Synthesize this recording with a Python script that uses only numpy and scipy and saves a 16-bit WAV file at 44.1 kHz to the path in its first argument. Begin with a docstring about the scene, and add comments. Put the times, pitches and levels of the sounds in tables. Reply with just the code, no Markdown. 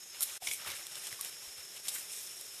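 """Dense forest undergrowth, where gorillas shift about and pull at plants.
Each pull makes leaves and litter rustle: a swell of tiny clicks and hiss, with short leaf rings.
Twigs snap as a click and a noise spray, a thick stem splinters in jerks, and limbs knock as damped tones.
Insects shrill behind as narrow bands of noise, over a wash of distant foliage and a faint drone.
Early on the whole sound drops out for an instant, then returns slightly louder."""
import sys
import numpy as np
from scipy import signal
from scipy.fft import rfft, irfft
from scipy.io import wavfile

SR = 44100
rng = np.random.default_rng(int(sys.argv[2]) if len(sys.argv) > 2 else 0)


def transcribe(u):
    """Save the signal u as a 16-bit wav file named by the first command-line argument.

    u: samples, shape (n,) or (channels, n), limited to [-1, 1]; the rate is SR.
    q: integer samples, one column per channel.
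    """
    v = np.clip(np.atleast_2d(u).T, -1, 1)
    q = np.round(v * 32767).astype(np.int16)
    wavfile.write(sys.argv[1], SR, q)


N = 114660
T = np.arange(N) / SR  # time of every sample, in seconds

# Pulls through the foliage: peak_s, rise_s, fall_s, crisp_leaves_db, dull_litter_db
FOLIAGE_PULLS = [(.15, 0.031, 0.05, -60, -54.5), (0.224, 0.047, 0.024, -47, -52),
                 (.32, 0.069, 0.14, -46.5, -50.5), (0.475, 0.034, 0.03, -44, -51.5),
                 (0.537, 0.037, 0.024, -40.5, -68), (0.603, 0.02, 0.2, -59, -53),
                 (0.685, 0.026, 0.066, -49.5, -42.5), (0.763, 0.033, 0.1, -50, -55),
                 (.92, 0.0062, 0.03, -53, -53.5), (.97, 0.023, 0.084, -51, -53.5),
                 (1.06, 0.04, 0.052, -47, -53.5), (1.13, 0.023, 0.03, -52, -51),
                 (1.262, 0.069, 0.063, -49.5, -51), (1.44, 0.037, 0.075, -55.5, -58.5),
                 (1.582, 0.014, 0.051, -58, -55.5), (1.77, 0.018, 0.016, -52, -53.5),
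                 (1.88, 0.039, 0.073, -46.5, -54), (1.956, 0.036, 0.072, -43.5, -52.5),
                 (2.135, 0.043, 0.22, -46, -59), (2.55, 0.04, 0.17, -57, -66)]
# Twigs and fibres snapping: start_s, crack_db, splinters_db, splinter_decay_s, tilt_db_per_octave
TWIG_SNAPS = [(0.2078, -9.5, -30.5, 0.0037, 3), (0.2156, -27, -30, .003, 13),
              (0.2215, -16, -28, 0.0041, -2), (.2280, -7.5, -26, 0.0051, 2.5),
              (0.2335, -8.5, -28, 0.0064, 1.5), (0.5358, -16.5, -42, 0.0025, 4),
              (0.6478, -26, -46, 0.0026, -15.5), (0.7105, -31, -43, .002, -6),
              (0.8684, -21.5, -39.5, 0.0012, -4), (0.9554, -23, -47, 0.0038, -8.5),
              (1.0698, -21, -39, 0.0045, -7.5), (1.1273, -23.5, -51, 0.0027, -3),
              (1.2110, -14, -35, 0.002, 3.5), (1.248, -21, -31.5, 0.00094, 2),
              (1.2599, -30, -43, 0.0026, -11), (1.8834, -13.5, -43, 0.0036, -7),
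              (1.886, -12.5, -33.5, 0.0086, -3), (1.94, -25, -43, .003, 5), (1.9502, -19, -50, 0.0016, 9),
              (2.4112, -22.5, -40, 0.0018, 1)]
# Jerks of a thick stem giving way: start_s, level_db, decay_s
STEM_TEARS = [(0.4711, -29.5, 0.0048), (0.485, -34.5, 0.0064), (0.5132, -33, 0.0035), (0.5342, -42, 0.0019)]
# Damped knocks of limbs and sticks, and the short ring of the stem's last crack:
# start_s, level_db, pitch_hz, decay_s
DAMPED_KNOCKS = [(0.205, -48.5, 1345, .014), (.420, -45.5, 728, 0.011), (0.423, -60, 80, 0.012),
                 (0.479, -63, 64.6, 0.035), (.533, -39, 2280, 0.0047), (0.654, -58, 87, 0.044),
                 (.649, -45, 1290, .003), (0.671, -44, 1370, 0.0042), (.689, -42, 2240, 0.0099),
                 (.708, -46, 3520, .008), (1.125, -56, 120, 0.0083), (1.1268, -39, 2000, 0.0027),
                 (1.190, -47.5, 1125, 0.012), (1.473, -61, 56.3, 0.018), (1.578, -63, 72.6, 0.017)]
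# Insect voices: pitch_hz, width_hz, first_level_db, later_level_db
INSECT_VOICES = [(5040, 52, -61.5, -65), (5240, 35, -75, -62), (5337, 71, -57, -62), (5570, 65, -68, -62),
                 (5870, 79, -73, -70.5), (6630, 600, -57, -62.5)]
# Sound colour of each material, only the shape matters: frequency_hz, density_db_per_hz
LEAF_COLOUR = [(1000, -26.5), (1800, -15.5), (2600, -6.5), (3700, -3.5), (4700, -11.5), (5500, -3),
               (7200, -0.5), (8500, 1.5), (10300, 2), (11400, -5.5), (12400, -0.5), (14000, -7)]
LITTER_COLOUR = [(30, -21), (90, -8.5), (170, -7), (260, -12.5), (370, -4), (1000, -3.5), (2200, 2),
                 (3600, 0.5), (4600, -3), (5700, -4), (9000, -7), (14000, -4)]
TWIG_COLOUR = [(150, -38), (700, -20.5), (2300, -17), (3600, -0.5), (4800, -8), (5600, -1), (6150, -10),
               (7200, -0.5), (10200, 3.5), (11400, -3), (12500, 1.5), (14000, -1)]
STEM_COLOUR = [(100, -29), (750, -10), (1850, -23), (2260, 6), (2850, -9.5), (3450, 3), (4150, -11),
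               (5700, -1), (6500, -5), (9500, -10), (11400, -23), (14000, 3)]
FOREST_COLOUR = [(25, -38), (60, -9), (100, -4), (170, -2.5), (270, -10), (360, -2.5), (550, -1),
                 (1000, -3.5), (2500, 1.5), (3700, 3), (4700, -3), (5400, 4.5), (6150, -1.5), (7000, 3.5),
                 (10000, 3), (14000, -1)]
# Brief dip of the whole sound; the end values hold before and after it: time_s, level_db
LEVEL_DIP = [(0.377, 0.5), (.380, -15), (.397, -27.5), (.404, -16), (.419, -1), (.421, 2.5)]

CUTOFF_HZ = 13400  # almost nothing is heard above this
TILT_ABOVE_HZ = 4800  # snaps differ in brightness above this
FLICKER_HZ = 47  # usual upper speed of the random wavering
FOREST_DB, FOREST_FLICKER_DB = -54, 1.07
MURMUR_HZ, MURMUR_WIDTH_HZ, MURMUR_DB = 392, 97, -75.5  # a faint distant drone
CHORUS_SHIFT_END_S = 0.46  # insect balance changes from half this time until this time
INSECT_THROB_DB = 1  # the shrilling comes in irregular beads
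KNOCK_WIDTH, KNOCK_SCUFF = 0.11, 0.49  # scuff width as a share of pitch; its strength beside the tone
STEM_RING_HZ, STEM_RING_WIDTH_HZ = 2227, 66
STEM_RING_DB, STEM_RING_S = -11, 0.0049  # level relative to each jerk; decay
TEAR_CRACK_DB = 10  # opening crack of a jerk, relative to its spray
SCATTER_DB, SCATTER_DECAY_S = -10, 0.045  # echoes off nearby stems
LEAF_GRAINS_PER_S, LEAF_SPREAD_DB, LEAF_HISS = 3000, 3.5, 0.87
LITTER_GRAINS_PER_S, LITTER_SPREAD_DB, LITTER_HISS = 1800, 3, 0.63
LITTER_FLICKER_DB = 0.9
LEAF_RING_S, LEAF_RING_SHARE = 0.0033, 0.5  # ring decay; strength beside the clicks
PATCHY_DB, PATCHY_HZ = 1.42, 16.8  # depth and upper speed of each rustle band's own wavering


def from_db(db):
    """Turn decibels into a gain."""
    return 10 ** (np.asarray(db) / 20)


def rms_one(x):
    """Scale to an rms (average strength) of one."""
    return x / np.sqrt(np.mean(x ** 2) + 1e-20)


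def coloured(x, spectrum, tilt_db=0, size=4096):
    """Give a sound a material's colour, with a filter of unit power that never rings ahead of time."""
    hz, db = np.transpose(spectrum)
    octave = np.log2(np.maximum(np.fft.rfftfreq(size, 1 / SR), 10))
    shape = np.interp(octave, np.log2(hz), db)
    shape = shape + tilt_db * np.maximum(octave, np.log2(TILT_ABOVE_HZ))
    top_cut = 60 * np.maximum(octave - np.log2(CUTOFF_HZ), 0)  # dB
    gain = rms_one(from_db(shape - top_cut))
    # Folding the cepstrum puts the filter's energy as early as possible
    cepstrum = irfft(np.log(gain + 1e-9))
    cepstrum[1:size // 2] *= 2
    cepstrum[size // 2 + 1:] = 0
    response = irfft(np.exp(rfft(cepstrum)))
    return signal.oaconvolve(x, response)[:N]


def settled_noise(sos):
    """Filter random noise, dropping the first second while the filter settles; rms one."""
    return rms_one(signal.sosfilt(sos, rng.standard_normal(N + SR))[SR:])


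def band_noise(hz, width_hz):
    """Noise squeezed into one band around a pitch, rms one."""
    edges = [max(hz - width_hz / 2, 10), hz + width_hz / 2]
    return settled_noise(signal.butter(2, edges, "band", fs=SR, output="sos"))


def flicker(depth_db, speed_hz=FLICKER_HZ):
    """A gain that wavers at random, following slow noise."""
    return from_db(depth_db * settled_noise(signal.butter(2, speed_hz, fs=SR, output="sos")))


def dying(start_s, decay_s):
    """A sudden start, then an exponential fade."""
    return (T >= start_s) * np.exp(-np.clip((T - start_s) / decay_s, 0, 40))


def crackle(per_s, spread_db, hiss):
    """Tiny clicks of uneven size over the blur of more distant ones, rms one."""
    sizes = from_db(spread_db * np.minimum(rng.exponential(1, N), 4))
    sizes = sizes * rng.choice([-1, 1], N)
    clicks = rms_one(sizes * (rng.random(N) < per_s / SR))
    return rms_one(clicks + hiss * rng.standard_normal(N))


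def forest():
    """Insects shrill in narrow noise bands over a faint wash of distant foliage and a drone."""
    insects = np.zeros(N)
    shift_s = [CHORUS_SHIFT_END_S / 2, CHORUS_SHIFT_END_S]
    for hz, width_hz, first_db, later_db in INSECT_VOICES:
        level_db = np.interp(T, shift_s, [first_db, later_db])
        insects += from_db(level_db) * band_noise(hz, width_hz)
    foliage = flicker(FOREST_FLICKER_DB) * crackle(per_s=3000, spread_db=3.0, hiss=1.57)
    wash = from_db(FOREST_DB) * coloured(foliage, FOREST_COLOUR)
    drone = from_db(MURMUR_DB) * band_noise(MURMUR_HZ, MURMUR_WIDTH_HZ)
    return insects * flicker(INSECT_THROB_DB) + wash + drone


def scatter(x):
    """Surrounding plants return brief, blurred echoes: a fading burst of noise as the filter."""
    echoes = dying(0.00065, SCATTER_DECAY_S) * rng.standard_normal(N)
    echoes = echoes / np.sqrt(np.sum(echoes ** 2))
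    return from_db(SCATTER_DB) * signal.fftconvolve(x, echoes)[:N]


def knocks():
    """Knocks and the ring of the stem's last crack: damped tones with a scuff around their pitch."""
    out = np.zeros(N)
    for start_s, db, hz, decay_s in DAMPED_KNOCKS:
        ring = np.sin(2 * np.pi * hz * (T - start_s))
        scuff = KNOCK_SCUFF * band_noise(hz, KNOCK_WIDTH * hz + 40)
        envelope = dying(start_s, decay_s) - dying(start_s, decay_s / 8)  # softened start
        out += from_db(db) * envelope * (ring + scuff)
    return out


def stem():
    """Each jerk cracks the stem, and a burst of breaking fibres rings in its hollow."""
    strain, ring = np.zeros(N), np.zeros(N)
    for start_s, db, decay_s in STEM_TEARS:
        strain += from_db(db) * dying(start_s, decay_s)
        ring += from_db(db + STEM_RING_DB) * dying(start_s, STEM_RING_S)
    force = strain * crackle(per_s=6000, spread_db=0.0, hiss=0.45)
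    for start_s, db, decay_s in STEM_TEARS:
        force[int(start_s * SR)] += from_db(db + TEAR_CRACK_DB)
    return coloured(force, STEM_COLOUR) + ring * band_noise(STEM_RING_HZ, STEM_RING_WIDTH_HZ)


def twigs():
    """Each snap is one sharp crack, then a short spray of splintering fibres."""
    out = np.zeros(N)
    for start_s, crack_db, splinters_db, decay_s, tilt_db in TWIG_SNAPS:
        force = from_db(splinters_db) * dying(start_s, decay_s) * rng.standard_normal(N)
        force[int(start_s * SR)] += from_db(crack_db)
        out += coloured(force, TWIG_COLOUR, tilt_db)
    return out


def leaf_rings(clicks, low_hz, high_hz, count=40):
    """Each click lands on one of many leaves and adds that leaf's short ring."""
    leaf_hit = rng.integers(0, count, N)
    r = np.exp(-1 / (LEAF_RING_S * SR))  # how much of a ring is left after one sample
    pitches_hz = np.linspace(low_hz, high_hz, count) * rng.uniform(1.0, 1.05, count)
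    rings = np.zeros(N)
    for leaf, hz in enumerate(pitches_hz):
        w = 2 * np.pi * hz / SR
        hits = clicks * (leaf_hit == leaf) + 1e-18
        rings += signal.lfilter([np.sin(w)], [1, -2 * r * np.cos(w), r * r], hits)
    return rms_one(clicks + LEAF_RING_SHARE * rms_one(rings))


def patchy(x, count=14):
    """Different leaves speak from moment to moment: overlapping pitch bands waver separately."""
    height = np.sqrt(np.fft.rfftfreq(N, 1 / SR) / CUTOFF_HZ)
    place = np.interp(height, [0, 1], [0, count - 1])
    spectrum = rfft(x)
    out = np.zeros(N)
    for k in range(count):
        share = np.maximum(1 - np.abs(place - k), 0)
        out += irfft(spectrum * share, N) * flicker(PATCHY_DB, PATCHY_HZ)
    return out


def rustle():
    """Each pull swells and dies away, setting leaves and ground litter crackling."""
    crisp_power, dull_power = np.zeros(N), np.zeros(N)
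    for peak_s, rise_s, fall_s, leaves_db, litter_db in FOLIAGE_PULLS:
        away_s = T - peak_s
        fading = np.where(away_s < 0, (away_s / rise_s) ** 2, away_s / fall_s)
        swell = np.exp(-np.minimum(fading, 40))
        crisp_power += (from_db(leaves_db) * swell) ** 2
        dull_power += (from_db(litter_db) * swell) ** 2
    leaf_clicks = crackle(LEAF_GRAINS_PER_S, LEAF_SPREAD_DB, LEAF_HISS)
    leaves = np.sqrt(crisp_power) * leaf_rings(leaf_clicks, low_hz=1946, high_hz=13160)
    litter_clicks = crackle(LITTER_GRAINS_PER_S, LITTER_SPREAD_DB, LITTER_HISS)
    litter = np.sqrt(dull_power) * leaf_rings(litter_clicks, low_hz=607, high_hz=12020)
    litter = litter * flicker(LITTER_FLICKER_DB)
    return patchy(coloured(leaves, LEAF_COLOUR) + coloured(litter, LITTER_COLOUR))


def scene():
    """Add the forest, the knocks, the breaking plants with their echoes, and the rustling."""
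    breaks = twigs() + stem()
    return (forest() + knocks() + breaks + scatter(breaks) + rustle())[None]


def record(dry):
    """The level dips briefly and settles slightly higher, and the highest treble is cut."""
    time_s, db = np.transpose(LEVEL_DIP)
    dipped = dry * from_db(np.interp(T, time_s, db))
    return signal.sosfilt(signal.ellip(12, .2, 80, CUTOFF_HZ, fs=SR, output="sos"), dipped)


dry = scene()
out = record(dry)
transcribe(out)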